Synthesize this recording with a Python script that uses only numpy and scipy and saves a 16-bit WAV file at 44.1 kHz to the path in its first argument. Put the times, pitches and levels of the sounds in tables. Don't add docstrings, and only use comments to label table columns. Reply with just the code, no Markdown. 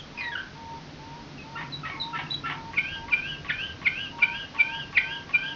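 import sys
import numpy as np
from scipy import signal
from scipy.fft import rfft, irfft, next_fast_len
from scipy.io import wavfile
from scipy.ndimage import map_coordinates

SR = 44100
rng = np.random.default_rng(int(sys.argv[2]) if len(sys.argv) > 2 else 0)


def to_wav(s):
    ch = np.atleast_2d(s).T
    pcm = np.round(np.clip(ch, -1, 1) * 32767)
    wavfile.write(sys.argv[1], SR, pcm.astype(np.int16))


N = 244755
T = np.arange(N) / SR

# accent peak time in seconds, accent level in dB, pitch dip in Hz,
# dip width in seconds, arch height in Hz, time stretch, upper and lower voice levels in dB,
# roughness 0-1, lead of the first tick in seconds.
SYLLABLE_ROWS = [(2.785, -18.5, 200, 0.0046, 554, .86, -37, -44, 0.11, .051),
                 (3.139, -18, 62.5, 0.0029, 546, 0.94, -36, -45, 0.14, 0.056),
                 (3.509, -24.5, 665.5, .012, 702, 0.89, -35, -45, 0.34, .062),
                 (3.873, -18.5, 300, .0082, 534.6, 0.87, -33, -45, 0.22, .058),
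                 (4.234, -15, 120, 0.0034, 609, 0.94, -36.5, -43, 0.13, .05),
                 (4.608, -15.5, 79.7, .012, 622, 1.0, -36, -43.5, 0.11, .06),
                 (4.980, -14.5, 419.3, .005, 634, .97, -37, -42, 0.2, .054),
                 (5.353, -16, 23.99, .0035, 673.3, 0.8, -36.5, -41, 0.06, .06)]
# frequency in Hz, level in dB.
HARSH_SPECTRUM = [(450, -27.5), (750, -4), (1000, 4.5), (1400, -3.5), (2100, 5.5), (2550, -2), (3050, -0.5),
                  (3450, -9), (4200, -18), (6000, -43)]
VOICE_END_S, VOICE_RELEASE_S = 0.25, 0.035


def syllables():
    # frequency in Hz, gain in dB.
    beak_response = [(1000, -9), (3600, 5.5), (4100, -10), (5000, -10), (6000, -26.5)]
    accents, soft, scrape = np.zeros((3, N))
    t = np.arange(-SR // 10, SR // 3) / SR
    for peak_s, accent_db, dip_hz, dip_s, arch_hz, stretch, upper_db, lower_db, rough, _ in SYLLABLE_ROWS:
        push = np.exp(-(t / 0.012) ** 2)
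        sag = np.exp(-np.abs(t / dip_s) ** 3)

        lower_hz, lower_gain = lower_contour(t / stretch)
        bright_db = 7 * np.clip(t / 0.4, 0, 1)
        reed = voice(t, lower_hz, [bright_db - 5, bright_db - 22], jitter=0.0071, rough=0.14)
        lower = lower_gain * amp(lower_db + 5 * push + 4.9 * np.tanh(wobble(t, 60))) * reed

        upper_hz, upper_gain = upper_contour(t / stretch, arch_hz)
        upper_hz -= dip_hz * sag
        accent = voice(t, upper_hz, [20 * np.log10(rough) - 4.5], jitter=0.0067, rough=rough)
        accent *= 1 + sag * rough * wobble(t, 3500)
        upper_gain *= amp(upper_db + 4.5 * np.tanh(wobble(t, 55)))
        upper = upper_gain * voice(t, upper_hz, [], jitter=0.0083, rough=0.15 + 0.083 * arch(t / stretch))

        start_s = peak_s + t[0]
        add(accents, start_s, amp(accent_db) * push * accent * (1 + 0.049 * reed))
        add(soft, start_s, upper * (1 + 0.056 * reed) + lower)
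        add(scrape, start_s, amp(accent_db - 29.5) * push)
    accents = filtered(accents, lambda hz: amp(along(beak_response, hz)))
    return accents, soft + scrape * noise(HARSH_SPECTRUM)


def upper_contour(t, arch_hz):
    held_hz, swoop_hz, swoop_s = 2389.6, 463.7, 0.034
    arch_db, fade_db_per_s = 0.35, 30.5
    swoop = 1 - envelope(t, -swoop_s - 0.008, 1, swoop_s, VOICE_RELEASE_S)
    hz = held_hz + swoop_hz * swoop + arch_hz * arch(t)
    wander = 0.011 * np.sqrt(arch(t)) * wobble(t, 70)
    gate = envelope(t, -0.04147, VOICE_END_S, attack_s=0.025, release_s=VOICE_RELEASE_S)
    return hz * (1 + wander), gate * amp(arch_db * arch(t) - fade_db_per_s * t)


def lower_contour(t):
    held_hz, scoop_hz, scoop_s, arch_hz = 1555, 104.74, 0.02, 56
    scoop = np.exp(-np.maximum(t + 0.005, 0) / scoop_s)
    hz = held_hz - scoop_hz * scoop + arch_hz * arch(t)
    gate = envelope(t, -0.0233, VOICE_END_S, attack_s=0.007, release_s=VOICE_RELEASE_S)
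    return hz * (1 + 0.005 * wobble(t, 14)), gate


def arch(t):
    peak_s, width_s = 0.174, 0.066
    return np.exp(-np.abs((t - peak_s) / width_s) ** 2.6)


def chucks():
    chuck_hz, tick_t60_s, second_lead_s = 1120, 0.035, 0.044
    out, scrape = np.zeros((2, N))
    t = np.arange(SR // 10) / SR
    tick = amp(-39 - 60 * t / tick_t60_s)
    gain = amp(-46) * envelope(t, 0, 0.034, attack_s=0.0027, release_s=0.019)
    for peak_s, *_, first_lead_s in SYLLABLE_ROWS:
        add(out, peak_s - first_lead_s, gain * voice(t, chuck_hz, [-12], jitter=0.013, rough=0.16))
        add(scrape, peak_s - first_lead_s, amp(-5) * gain)
        for lead_s, db in [(first_lead_s, 0), (second_lead_s, -2.5)]:
            ring = np.sin(2 * np.pi * chuck_hz * rng.normal(1, 0.03) * t)
            add(scrape, peak_s - lead_s, amp(db) * tick)
            add(out, peak_s - lead_s, amp(db - 5) * tick * ring)
    return out + scrape * noise(HARSH_SPECTRUM)


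def slurs():
    # start and length in seconds, start, held and end pitch in Hz, level in dB, roughness 0-1.
    # The row at 0.368 s is the room's fluttering ring after the loud short note.
    tones = [(-.01, .026, 3424, 3305, 2940, -41.5, 0.1), (0.171, 0.05, 2535, 2439, 2480, -35, 0.23),
             (0.203, .06, 2248, 1944, 1980, -36.5, .25), (0.234, .064, 1904, 1944, 1800, -35.5, 0),
             (0.315, 0.033, 1778, 1653, 1600, -34, .1), (0.35, 0.01433, 1615, 1475, 1310, -26.5, 0),
             (0.368, 0.049, 1624, 1558, 1536, -38.5, 0.19), (1.376, .034, 2810, 2605, 2450, -46, 0),
             (1.72, 0.036, 4174, 3882, 3875, -35.5, 0.1), (1.913, 0.057, 1153, 1083, 1055, -42, 0.14),
             (1.996, .035, 4220, 3853, 4020, -31, .06), (2.019, .024, 3930, 3807, 3700, -31, 0),
             (2.261, 0.017, 2920, 2680, 2600, -40.5, 0), (2.299, 0.026, 3200, 3860, 4000, -39.5, .1),
             (2.303, 0.049, 3807, 4006, 3820, -31, 0.05), (2.337, 0.015, 3700, 3329, 3080, -35.5, 0)]
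    bend_power, edge_s = 3.7, 0.0077
    out, hiss = np.zeros((2, N))
    for start_s, length_s, start_hz, held_hz, end_hz, db, rough in tones:
        t = np.arange(int(length_s * SR)) / SR
        onto_hz = (start_hz - held_hz) * (1 - t / length_s) ** bend_power
        off_hz = (end_hz - held_hz) * (t / length_s) ** bend_power
        octave_db = -6.5 - 14 * np.log2(held_hz / 1500)
        tone = voice(t, held_hz + onto_hz + off_hz, [octave_db], jitter=0.01, rough=1.4 * rough)
        gain = amp(db) * envelope(t, 0, length_s, edge_s, edge_s)
        add(out, start_s, gain * tone)
        add(hiss, start_s, gain * rough)
    return out + hiss * noise(HARSH_SPECTRUM)


def rasps():
    # start and lower voice length in seconds, lower and upper pitch in Hz, voice and hiss
    # levels in dB, crack delay in seconds, crack level in dB, crack T60 in seconds.
    calls = [(1.552, 0.028, 1314, 1826, -35, -44, .057, -34.5, 0.16),
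             (1.83, .046, 1291, 1858, -36, -42.5, 0.069, -25, 0.027),
             (2.129, .046, 1318, 1780, -34.5, -41, .058, -30, 0.18),
             (2.435, 0.056, 1336, 1768, -34, -39.5, .063, -31, 0.48)]
    upper_delay_s, upper_length_s = 0.018, 0.038
    out, breakup = np.zeros((2, N))
    t = np.arange(SR // 5) / SR
    spread = 1.23 * (t - 0.035)
    for start_s, length_s, lower_hz, upper_hz, db, hiss_db, crack_s, crack_db, crack_t60_s in calls:
        lower = voice(t, lower_hz * (1 - spread), [-9], jitter=0.021, rough=0.1)
        lower *= envelope(t, 0, length_s, attack_s=0.008, release_s=0.0096)
        upper = voice(t, upper_hz * (1 + spread), [-18], jitter=0.018, rough=0.18)
        upper *= envelope(t - upper_delay_s, 0, upper_length_s, attack_s=0.0056, release_s=0.0051)
        add(out, start_s, amp(db) * (lower + amp(-2) * upper * (1 + 0.16 * lower)))
        hiss = amp(hiss_db) * envelope(t, 0, crack_s, attack_s=0.033, release_s=0.01)
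        crack = amp(crack_db - 60 * np.abs(t - crack_s) / crack_t60_s)
        crack *= envelope(t - crack_s, -0.002, 0.046, attack_s=0.004, release_s=0.02)
        add(breakup, start_s, (hiss + crack) * amp(2.7 * np.tanh(wobble(t, 260))))
    return out + breakup * noise(HARSH_SPECTRUM)


def voice(t, hz, overtones_db, jitter, rough):
    phase = 2 * np.pi * np.cumsum(hz * (1 + jitter * wobble(t, 170.9))) / SR
    phase += rough * wobble(t, 800)
    tone = np.sin(phase) + sum(amp(db) * np.sin(k * phase) for k, db in enumerate(overtones_db, 2))
    return np.sqrt(2) * tone * (1 + rough * wobble(t, 600))


def hoots():
    # start and length in seconds, start and end pitch in Hz, level in dB.
    calls = [(0.143, 0.17, 943, 939, -43), (0.545, 0.25, 909, 922, -43), (0.984, 0.21, 871, 949, -45.5),
             (1.432, 0.23, 874, 956, -45), (1.958, .24, 892, 951, -40.5), (2.532, 0.18, 904, 912, -41.5),
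             (2.954, 0.16, 890, 955, -43.5), (4.114, .23, 935, 932, -43.5), (4.536, 0.26, 900, 924, -43),
             (4.996, 0.2, 887, 947, -46), (5.43, 0.26, 873, 980, -46)]
    peak_share, flutter_db = 0.71, 2.2
    out = np.zeros(N)
    for start_s, length_s, start_hz, end_hz, db in calls:
        t = np.arange(int(length_s * SR)) / SR
        hz = start_hz + (end_hz - start_hz) * (t / length_s) ** 0.87
        level_db = db - 6.5 * np.abs(t / length_s - peak_share) + flutter_db * np.tanh(wobble(t, 35))
        gain = amp(level_db) * envelope(t, 0, length_s, attack_s=0.012, release_s=0.0067)
        add(out, start_s, gain * voice(t, hz, [-28], jitter=0.007, rough=0.035))
    return out


def background():
    # frequency in Hz, level in dB.
    rumble_spectrum = [(15, -19), (25, -5), (40, 0.5), (60, -4.5), (90, 5), (120, -4), (200, -14),
                       (400, -65.5)]
    drone_spectrum = [(110, -50.5), (135, -1.5), (146, 1), (160, -4), (190, -20), (235, -11.5), (290, -9),
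                      (350, -17), (600, -55.5)]
    hiss_spectrum = [(110, -5), (180, 6), (260, 5), (340, 1.5), (470, 0.5), (700, -1.5), (1200, -3.5),
                     (2000, -6), (3200, -8), (4500, -9), (5500, -11.5), (6300, -17.5), (7200, -35)]
    rumble = swell(db=-54, rise_db=6.5, peak_s=3.27, width_s=0.91) * noise(rumble_spectrum)
    waver = amp(1.2 * wobble(T, 6))
    drone = swell(db=-51.5, rise_db=7.5, peak_s=2.02, width_s=1.3) * waver * noise(drone_spectrum)
    return rumble + drone + amp(-46.5) * noise(hiss_spectrum)


def room(x, wet_db):
    # frequency in Hz, T60 in seconds.
    decay_times = [(500, 0.63), (2000, 0.3), (4000, 0.24), (7000, 0.15)]
    hz, t, spectra = signal.stft(rng.standard_normal(SR // 2), SR, nperseg=256)
    decay = amp(-60 * t / along(decay_times, hz)[:, None])
    tail = signal.istft(spectra * decay, SR, nperseg=256)[1]
    tail *= np.clip(np.arange(len(tail)) / SR / 0.004, 0, 1)
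    tail /= np.linalg.norm(tail)
    echoes_s = rng.uniform(0.009, 0.042, size=6)
    tail[(echoes_s * SR).astype(int)] += amp(-13)
    return x + amp(wet_db) * signal.fftconvolve(x, tail / np.linalg.norm(tail))[:N]


def envelope(t, start_s, end_s, attack_s, release_s):
    ramp = np.minimum((t - start_s) / attack_s, (end_s - t) / release_s)
    return np.sin(np.pi / 2 * np.clip(ramp, 0, 1)) ** 2


def swell(db, rise_db, peak_s, width_s):
    return amp(db + rise_db * np.exp(-((T - peak_s) / width_s) ** 2))


def wobble(t, rate_hz):
    at = (t - t[0]) * rate_hz
    return map_coordinates(rng.standard_normal(int(at[-1]) + 4), [at])


def noise(spectrum):
    x = filtered(rng.standard_normal(N), lambda hz: amp(along(spectrum, hz)))
    return x / np.sqrt(np.mean(x ** 2) + 1e-20)


def filtered(x, response):
    size = next_fast_len(len(x) + 8192)
    return irfft(rfft(x, size) * response(np.fft.rfftfreq(size, 1 / SR)), size)[:len(x)]


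def along(points, hz):
    knots_hz, values = np.transpose(points)
    return np.interp(np.log(hz + 1), np.log(knots_hz + 1), values)


def amp(db):
    return 10 ** (np.asarray(db) / 20)


def add(track, start_s, sound):
    at = round(start_s * SR) + np.arange(len(sound))
    inside = (at >= 0) & (at < N)
    track[at[inside]] += sound[inside]


def scene():
    accents, soft = syllables()
    song = room(slurs() + rasps(), wet_db=-4.5)
    song += room(accents, wet_db=-10.5)
    song += room(soft + chucks(), wet_db=-5)
    return (song + room(hoots(), wet_db=-9.5) + background())[None]


def record(dry):
    top_hz = 7380
    return np.array([filtered(x, lambda hz: hz < top_hz) for x in dry])


dry = scene()
out = record(dry)
to_wav(out)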